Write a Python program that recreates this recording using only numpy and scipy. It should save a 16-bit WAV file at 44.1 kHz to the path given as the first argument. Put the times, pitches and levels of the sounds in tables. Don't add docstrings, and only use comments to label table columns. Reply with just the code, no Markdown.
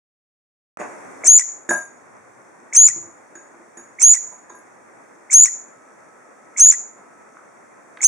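import sys
import numpy as np
from scipy import signal
from scipy.fft import rfft, irfft
from scipy.io import wavfile
from scipy.ndimage import uniform_filter1d, minimum_filter1d

SR = 44100
rng = np.random.default_rng(int(sys.argv[2]) if len(sys.argv) > 2 else 0)


def ratio_of_db(decibels):
    return 10 ** (np.asarray(decibels, float) / 20)


def wrap_up_sound(samples):
    columns = np.atleast_2d(samples).T
    tamed = np.clip(columns, -1, 1)
    steps = np.round(tamed * 32767).astype(np.int16)
    wavfile.write(sys.argv[1], SR, steps)


N = 355887

# [f/Hz, level/dB per Hz]
HUM_SPECTRUM = [(40, -18), (70, -21), (130, -11.5), (250, -1), (600, 0), (1200, -2.5), (2000, -7),
                (2500, -15.5), (2900, -31), (3600, -55.5)]
HISS_SPECTRUM = [(2200, -38), (2800, -7), (4500, -12), (5400, -4.5), (6000, 0.5), (8000, -0.5),
                 (10000, -5.5), (11200, -13.5), (12500, -47), (14000, -40), (15000, -9), (15900, -17)]
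RUMBLE_SPECTRUM = [(25, -24.5), (60, -13), (120, 6.5), (180, -11.0), (400, -51.0)]
# [f/Hz, likeness 0-1]
LIKENESS = [(40, .2), (300, 0.067), (1500, 0.13), (6000, 0.17), (15000, 0.24)]
# [t/s, level/dB]
MOTOR_WHINE = [
    (5.3, -85),
    (5.6, -59),
    (6.5, -56),
    (8.07, -61),
]
# [t/s, level/dB, length/s]
GRIPS = [(1.15, -57.5, .1), (2.2, -65.5, .2), (3.012, -56, .08), (7.9, -92, .3)]
# [f/Hz, t60/s]
ROOM_T60 = [(100, 0.12), (600, .2), (2000, 0.31), (7000, 0.35), (12000, 0.23)]
# [f/Hz, width/Hz]
NOTCHES = [(3000, 230), (4050, 250), (5000, 210), (11600, 200), (12300, 1800)]
# [t/s, level/dB, centre f/Hz, width/Hz, t60/s]
SCUFFS = [(2.8871, -45, 99, 78.6, 0.39), (2.96, -45, 118, 120, 0.088), (3.032, -53, 90, 80, 0.31),
          (3.3543, -49, 1590, 920, 0.072), (3.7714, -49.5, 1600, 830, 0.11), (4.4956, -44, 6700, 320, .12),
          (4.55, -54, 11000, 350, .12), (1.694, -39, 7800, 1600, 0.33), (7.369, -36.5, 1300, 540, .02),
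          (7.972, -28, 1700, 870, 0.018), (1.696, -54, 3750, 250, 0.32), (4.5, -58, 3800, 460, 0.12),
          (.806, -34, 2000, 700, 0.07), (7.971, -48, 6900, 1460, 0.0087)]
# [f/Hz, level/dB, t60/s]
TABLE_MODES = [(132.8, -8, .06), (240, -2.5, 0.17), (346, 5, .07), (520, -4, .06), (625, 2, 0.078),
               (717, -2.5, 0.15), (860, -1.5, 0.08), (1002, -2.5, 0.13), (1050, -1, 0.09),
               (1180, -4, 0.048)]
DISH_BODY = [(1314, -11.5, 0.14), (1617, 0.5, 0.26), (1650, -4.5, .15), (1703, 4.5, 0.076),
             (2200, -24.5, .05), (3780, -18.5, 0.38)]
DISH_RING = [(6340, -29, 0.057), (6940, -7, .1), (6730, 5, 0.12), (6970, 0.5, 0.1191), (8220, -22, 0.043)]
DISH_RIM = [(10480, 5, 0.14), (10560, -2, .1), (14950, -13, .14), (15120, -15, .1)]
# [t/s, level/dB, centre f/Hz]
THUDS = [(0.799, -32.5, 624), (.814, -28.5, 680), (1.239, -31.5, 630), (1.256, -38.5, 270),
         (1.69, -24.5, 288), (1.708, -19.5, 756), (2.959, -43, 364), (3.030, -45.5, 368), (3.074, -48, 383),
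         (3.354, -42.5, 379), (3.543, -52, 358), (3.597, -45.5, 340), (3.771, -42, 268),
         (4.321, -42.5, 860), (4.499, -41, 1050), (4.502, -46, 338), (4.549, -46.5, 1050),
         (5.161, -50.5, 342), (7.971, -45.5, 1083)]
# [t/s, body level/dB, ring level/dB, rim level/dB]
TAPS = [
    (0.798, -62, -47, -82),
    (1.692, -25, -23.5, -37),
    (1.708, -22.5, -23.5, -31.5),
    (3.353, -49, -42, -77),
    (3.772, -52, -41, -56.5),
    (4.322, -65, -44, -66),
    (4.501, -54, -65, -70),
    (4.548, -54, -56.5, -76),
]
# [lock-in t/s, level/dB, left-right level/dB, fundamental level/dB, wobble f/Hz]
CALLS = [(1.265, -2, 2.5, 7.5, 90.4), (2.755, -3.5, 1.5, 11, 94), (4.017, -4, -2.5, 10, 103.7),
         (5.328, -3.5, 0.8, 5.5, 77), (6.592, -5, 0, 6, 75.93), (8.036, -2.5, -2.5, 8.5, 90.8)]
SYRINX_PARTIALS = [-1.5, -4, -3.5, -6.5, -11, -17]
# [f/Hz, level/dB]
THROAT = [(1800, -5.5), (2300, -12), (2800, -42), (3300, -47), (3600, -61.5), (4800, -29), (5500, -11.5),
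          (6200, 5.5), (7300, 9.5), (9500, -12), (10250, -13), (10600, -36), (12900, -24.5), (14200, -25.5),
          (15600, -5.5)]
# [f/Hz, level/dB per Hz]
BREATH_SPECTRUM = [(500, -37), (1000, -17), (2200, -12), (3000, -23), (4800, -24), (5600, -5), (7000, 6.5),
                   (9000, -12), (10600, -29), (11500, -57.5), (14500, -52), (15500, -35.5)]
LEAK_SPECTRUM = [(600, -60), (1500, -31), (2500, -6.5), (3500, 1.5), (4800, -4.5), (5600, -20), (8000, -48)]
# [t from lock-in/s, pitch f/Hz, tone level/dB]
EFFORT = [
    (-.030, 2235, -54),
    (-.005, 2274, -22.5),
    (.010, 2961, -2.5),
    (.017, 3166, -0.5),
    (.042, 3300, -1),
    (.113, 3525, -3.5),
    (.120, 3369, -8),
    (.130, 2182, -10),
    (.139, 1958, -62),
]
# [t from lock-in/s, hold/s, level/dB]
PEEPS = [
    (-.028, .003, -22.5),
    (.146, 0.011, -23.5),
]
# [t from lock-in/s, level/dB, swell/dB per s, fade/dB per s]
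PUFFS = [
    (.004, -19, 600, 1299),
    (0.13, -14.5, 1199.5, 750.5),
]

START_S = .7715
PORT_LAG_S = 15e-6
HUM_DB, HISS_DB, RUMBLE_DB, RUMBLE_FADE_DB_PER_S = -48.5, -62, -67, 1
WAKE_DB, WAKE_S, HISS_FOLLOWS = 15.5, 0.076, .6
UNGUARDED_DB = 7.5
WHINE_HZ, BUZZ_HZ, TICK_HZ = 1297, 59.94, 6100

PEEP_EDGE_DB_PER_S = 6000
RISE_IN_HZ_PER_S = 50000
BREATH_START_S, BREATH_UNDER_DB = -0.022, -56
WOBBLE_FROM_S, WOBBLE_FULL_S, WOBBLE_END_S, WOBBLE_TROUGH_S = 0.014, 0.098, 0.12, .0635
SAG_DB = 12
THINNING_FROM_S, THINNING_DB_PER_S = .09, 599.5
GAPE_OPEN_S, GAPE_SHUT_S = 0.012, .133
OPENING_DB_PER_S, WIDENING_DB_PER_S, SHUTTING_DB_PER_S = 899.5, 50.5, 3500


def columns(rows, at):
    s, *rest = np.transpose(rows)
    return [np.interp(at, s, c) for c in rest]


def at_hz(points, hz):
    point_hz, value = np.transpose(points)
    return np.interp(np.log(np.maximum(hz, 1)), np.log(point_hz), value)


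def rms_one(x):
    return x / np.sqrt(np.mean(x ** 2) + 1e-20)


def coloured(spectrum, count):
    hz = np.arange(count // 2 + 1) * SR / count
    mid, side = rfft(rng.standard_normal((2, count))) * ratio_of_db(at_hz(spectrum, hz))
    alike = np.clip(at_hz(LIKENESS, hz), 0, 1)
    left_right = np.sqrt(1 + alike) * mid + np.sqrt(1 - alike) * side * [[1], [-1]]
    return rms_one(irfft(left_right, count))


def drift(rate):
    knots = rng.standard_normal(int(N / SR * 100) + 2)
    return np.interp(np.arange(N) / SR * rate, np.arange(len(knots)), knots)


def smooth_chance(count, size):
    x = rng.standard_normal(count)
    for _ in range(3):
        x = uniform_filter1d(x, size)
    return rms_one(x)


def ring(clicks, hz, t60):
    r, w = ratio_of_db(-60 / (t60 * SR)), 2 * np.pi * hz / SR
    return signal.lfilter([0, np.sin(w)], [1, -2 * r * np.cos(w), r * r], clicks + 1e-18)


def ambience():
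    t = np.arange(N) / SR
    wake_db = WAKE_DB * np.exp(-np.maximum(t - START_S, 0) / WAKE_S)
    early_db = UNGUARDED_DB * np.clip((CALLS[0][0] + .02 - t) / .02, 0, 1)
    hum = ratio_of_db(HUM_DB + early_db + wake_db + drift(25)) * coloured(HUM_SPECTRUM, N)

    cycle = (t - .9495) * BUZZ_HZ
    strength = ratio_of_db(4.5 * np.tanh(rng.standard_normal(N // 500)))
    strength = strength[np.clip(cycle, 0, None).astype(int)]
    ticks = strength * np.exp(-(cycle % 1) / 0.061) * rng.standard_normal(N)
    ticks = ring(ring(ticks, TICK_HZ, .002), TICK_HZ, .002)
    hiss = coloured(HISS_SPECTRUM, N) + ratio_of_db(-12) * rms_one(ticks)
    hiss = ratio_of_db(HISS_DB + early_db + HISS_FOLLOWS * wake_db) * hiss

    grip = ratio_of_db(RUMBLE_DB - RUMBLE_FADE_DB_PER_S * t)
    for s, db, length in GRIPS:
        grip = grip + ratio_of_db(db) * np.exp(-((t - s) / length) ** 2)
    rumble = grip * ratio_of_db(3.6 * drift(35)) * coloured(RUMBLE_SPECTRUM, N)

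    whine_db = columns(MOTOR_WHINE, t)[0] + 2.0 * drift(20)
    whine = ratio_of_db(whine_db) * np.sin(2 * np.pi * WHINE_HZ * t + 1.1 * drift(21))
    return hum + hiss + rumble + whine


def room(x, gap_s, onset_s, alike):
    t = np.arange(SR // 2) / SR
    shared, left, right = rng.standard_normal((3, len(t)))
    noise = np.sqrt(alike) * shared + np.sqrt(1 - alike) * np.array([left, right])
    build_up = 1 - np.exp(-np.maximum(t - gap_s, 0) / onset_s)
    edges, tail = 60 * 2. ** np.arange(9), 0
    for low, high in zip(edges, np.append(edges[1:], .45 * SR)):
        band = signal.sosfilt(signal.butter(2, [low, high], "band", fs=SR, output="sos"), noise)
        decay = ratio_of_db(-60 * t / at_hz(ROOM_T60, np.sqrt(low * high))) * build_up
        tail = tail + band * decay / np.sqrt(np.sum(decay ** 2))
    return signal.fftconvolve(np.broadcast_to(x, (2, N)), tail, axes=1)[:, :N]


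def scuffs():
    out, t = np.zeros(N + SR), np.arange(SR // 2) / SR
    for start, level_db, hz, width_hz, t60 in SCUFFS:
        peak = np.concatenate(signal.iirpeak(hz, hz / width_hz, SR))
        noise = rms_one(signal.sosfilt([peak, peak], rng.standard_normal(len(t))))
        fade_in = np.minimum(t * hz, 1)
        first = round(start * SR)
        out[first:first + len(t)] += noise * ratio_of_db(level_db - 60 * t / t60) * fade_in
    return out[:N]


def strike(modes, s, blows_db):
    out, contact_s = 0, .006
    for (hz, level_db, t60), blow_db in zip(modes, blows_db):
        clicks = np.zeros(N)
        clicks[(s * SR).astype(int)] = ratio_of_db(blow_db + level_db + rng.normal(0, 1.5, len(s)))
        softened = ring(clicks, hz, contact_s)
        out = out + ring(softened, hz, t60) * 2 * np.log(1000) / (contact_s * SR)
    return out


def knocks():
    thud_s, thud_db, centre_hz = np.transpose(THUDS)
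    tap_s, *dish_db = np.transpose(TAPS)
    table_db = [thud_db - 25 * np.log2(mode[0] / centre_hz) ** 2 for mode in TABLE_MODES]
    out = strike(TABLE_MODES, thud_s, table_db)
    for modes, blow_db in zip([DISH_BODY, DISH_RING, DISH_RIM], dish_db):
        out = out + strike(modes, tap_s, [blow_db] * len(modes))

    puff = np.zeros((2, N))
    puff[0, (thud_s * SR).astype(int)] = ratio_of_db(thud_db - 1.0)
    puff[1, (tap_s * SR).astype(int)] = ratio_of_db(dish_db[1] - 9.5)
    puff = signal.lfilter([1], [1, -np.exp(-1 / (0.0052 * SR))], puff)
    out = out + puff[0] * coloured(HUM_SPECTRUM, N)[0] + puff[1] * coloured(HISS_SPECTRUM, N)[0]
    return signal.sosfilt(signal.butter(3, 190, "high", fs=SR, output="sos"), out)


def call_controls(t):
    hz, tone_db = columns(EFFORT, t)
    hz = hz - RISE_IN_HZ_PER_S * np.clip(PEEPS[0][0] + PEEPS[0][1] - t, 0, .012)
    for start, hold, db in PEEPS:
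        outside_s = np.maximum(0, np.maximum(start - t, t - start - hold))
        tone_db = np.maximum(tone_db, db - PEEP_EDGE_DB_PER_S * outside_s)
    overtones_db = np.minimum.reduce([OPENING_DB_PER_S * (t - GAPE_OPEN_S),
                                      WIDENING_DB_PER_S * t - 4.5,
                                      SHUTTING_DB_PER_S * (GAPE_SHUT_S - t)])
    depth = np.clip((t - WOBBLE_FROM_S) / (WOBBLE_FULL_S - WOBBLE_FROM_S), 0, 1)
    depth = depth * np.clip((WOBBLE_END_S - t) / 0.0023, 0, 1)
    hoarse = ratio_of_db(BREATH_UNDER_DB) * np.clip(12 * depth, 0, 1)
    for peak, db, swell, fade in PUFFS:
        hoarse = hoarse + ratio_of_db(db - np.maximum(swell * (peak - t), fade * (t - peak)))
    hoarse = hoarse * np.clip((t - BREATH_START_S) / 0.00075, 0, 1)
    return hz, tone_db, overtones_db, hoarse, depth


def syrinx(phase, hz, fundamental_db, overtones_db, thinning_db, unsteady_db):
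    tone = 0
    for k, source_db in enumerate(SYRINX_PARTIALS, 1):
        partial_db = source_db + at_hz(THROAT, k * hz)
        if k == 1:
            partial_db = partial_db + fundamental_db * np.clip(hz / 300 - 9, 0, 1)
        else:
            partial_db = partial_db + overtones_db
        if k != 2:
            partial_db = partial_db + unsteady_db
        if k % 2:
            partial_db = partial_db - thinning_db * np.clip(k * hz / 400 - 6, 0, 1)
        tone = tone + ratio_of_db(partial_db) * np.sin(k * phase)
    return tone


def nestling():
    out = np.zeros((2, N + SR))
    side = np.array([[.5], [-.5]])
    t = np.arange(-.04, .18, 1 / SR)
    hz, tone_db, overtones_db, hoarse, depth = call_controls(t)
    thinning_db = THINNING_DB_PER_S * np.maximum(t - THINNING_FROM_S, 0)
    for start, level_db, pan_db, fundamental_db, wobble_hz in CALLS:
        cycle = wobble_hz * (t - WOBBLE_TROUGH_S) + .09 * smooth_chance(len(t), 500)
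        wobble = -np.cos(2 * np.pi * cycle)
        uneven = rng.uniform(.35, 1.3, 40)[np.round(cycle).astype(int) + 15]
        jitter, flutter = smooth_chance(len(t), 45), smooth_chance(len(t), 60)

        looseness = .0018 + .012 * (hoarse / ratio_of_db(tone_db)).clip(0, 1)
        vibrato = (.007 + 0.007 * depth) * wobble * np.clip(12 * depth, 0, 1)
        shaken_hz = hz * (1 + looseness * jitter + vibrato)
        phase = 2 * np.pi * (np.cumsum(shaken_hz) / SR - side * hz * PORT_LAG_S)
        unsteady_db = 3.0 * flutter - 2.6 * side
        tone = syrinx(phase, hz, fundamental_db, overtones_db, thinning_db, unsteady_db)
        sag_db = SAG_DB * uneven * depth ** 1.3 * ((1 - wobble) / 2) ** 2.5
        tone = tone * ratio_of_db(tone_db - sag_db)

        breath = hoarse * ratio_of_db(3.5 * np.tanh(flutter)) * coloured(BREATH_SPECTRUM, len(t))
        leak_db = -43.5 + 3.0 * wobble + 2.1 * jitter
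        breath = breath + ratio_of_db(leak_db) * depth * coloured(LEAK_SPECTRUM, len(t))[0]
        first = round((start - .04) * SR)
        out[:, first:first + len(t)] += ratio_of_db(level_db + pan_db * side) * (tone + breath)
    return out[:, :N]


def scene():
    bird, hits = nestling(), knocks() + scuffs()
    alike = .55
    near = bird + ratio_of_db(-10.5) * room(bird, gap_s=0.003, onset_s=0.0032, alike=alike)
    far = hits * ratio_of_db([[-1.2], [1.2]])
    far = far + ratio_of_db(5.0) * room(hits, gap_s=0.0093, onset_s=0.0018, alike=alike)
    return ratio_of_db(8.5) * near + far + ambience()


def band_limit(x):
    return signal.sosfilt(signal.butter(12, 16280, fs=SR, output="sos"), x)


def record(dry):
    dry = signal.sosfilt(signal.butter(2, 120, "high", fs=SR, output="sos"), dry)
    for hz, width_hz in NOTCHES:
        notch = np.concatenate(signal.iirnotch(hz, hz / width_hz, SR))
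        dry = signal.sosfilt([notch, notch], dry)
    dry = signal.sosfilt(signal.cheby2(10, 60, 16500, fs=SR, output="sos"), dry)
    t = np.arange(N) / SR
    over_db = np.maximum(20 * np.log10(np.abs(dry).max(0) + 1e-9) + 3.0, 0)
    held_db = np.maximum.accumulate(over_db + 110 * t) - 110 * t
    ahead_db = -minimum_filter1d(-held_db, size=90)
    gain = ratio_of_db(-.8 * uniform_filter1d(ahead_db, size=90))
    switch_on = np.interp(t - START_S, [0, .0002, .004, .0095, .012, .03],
                          [0, 1.0, 0.16, 0.072, 0.0, 1.0])
    mix = np.clip(dry * gain * switch_on, -1, 1)
    return band_limit(mix)


dry = scene()
out = record(dry)
wrap_up_sound(out)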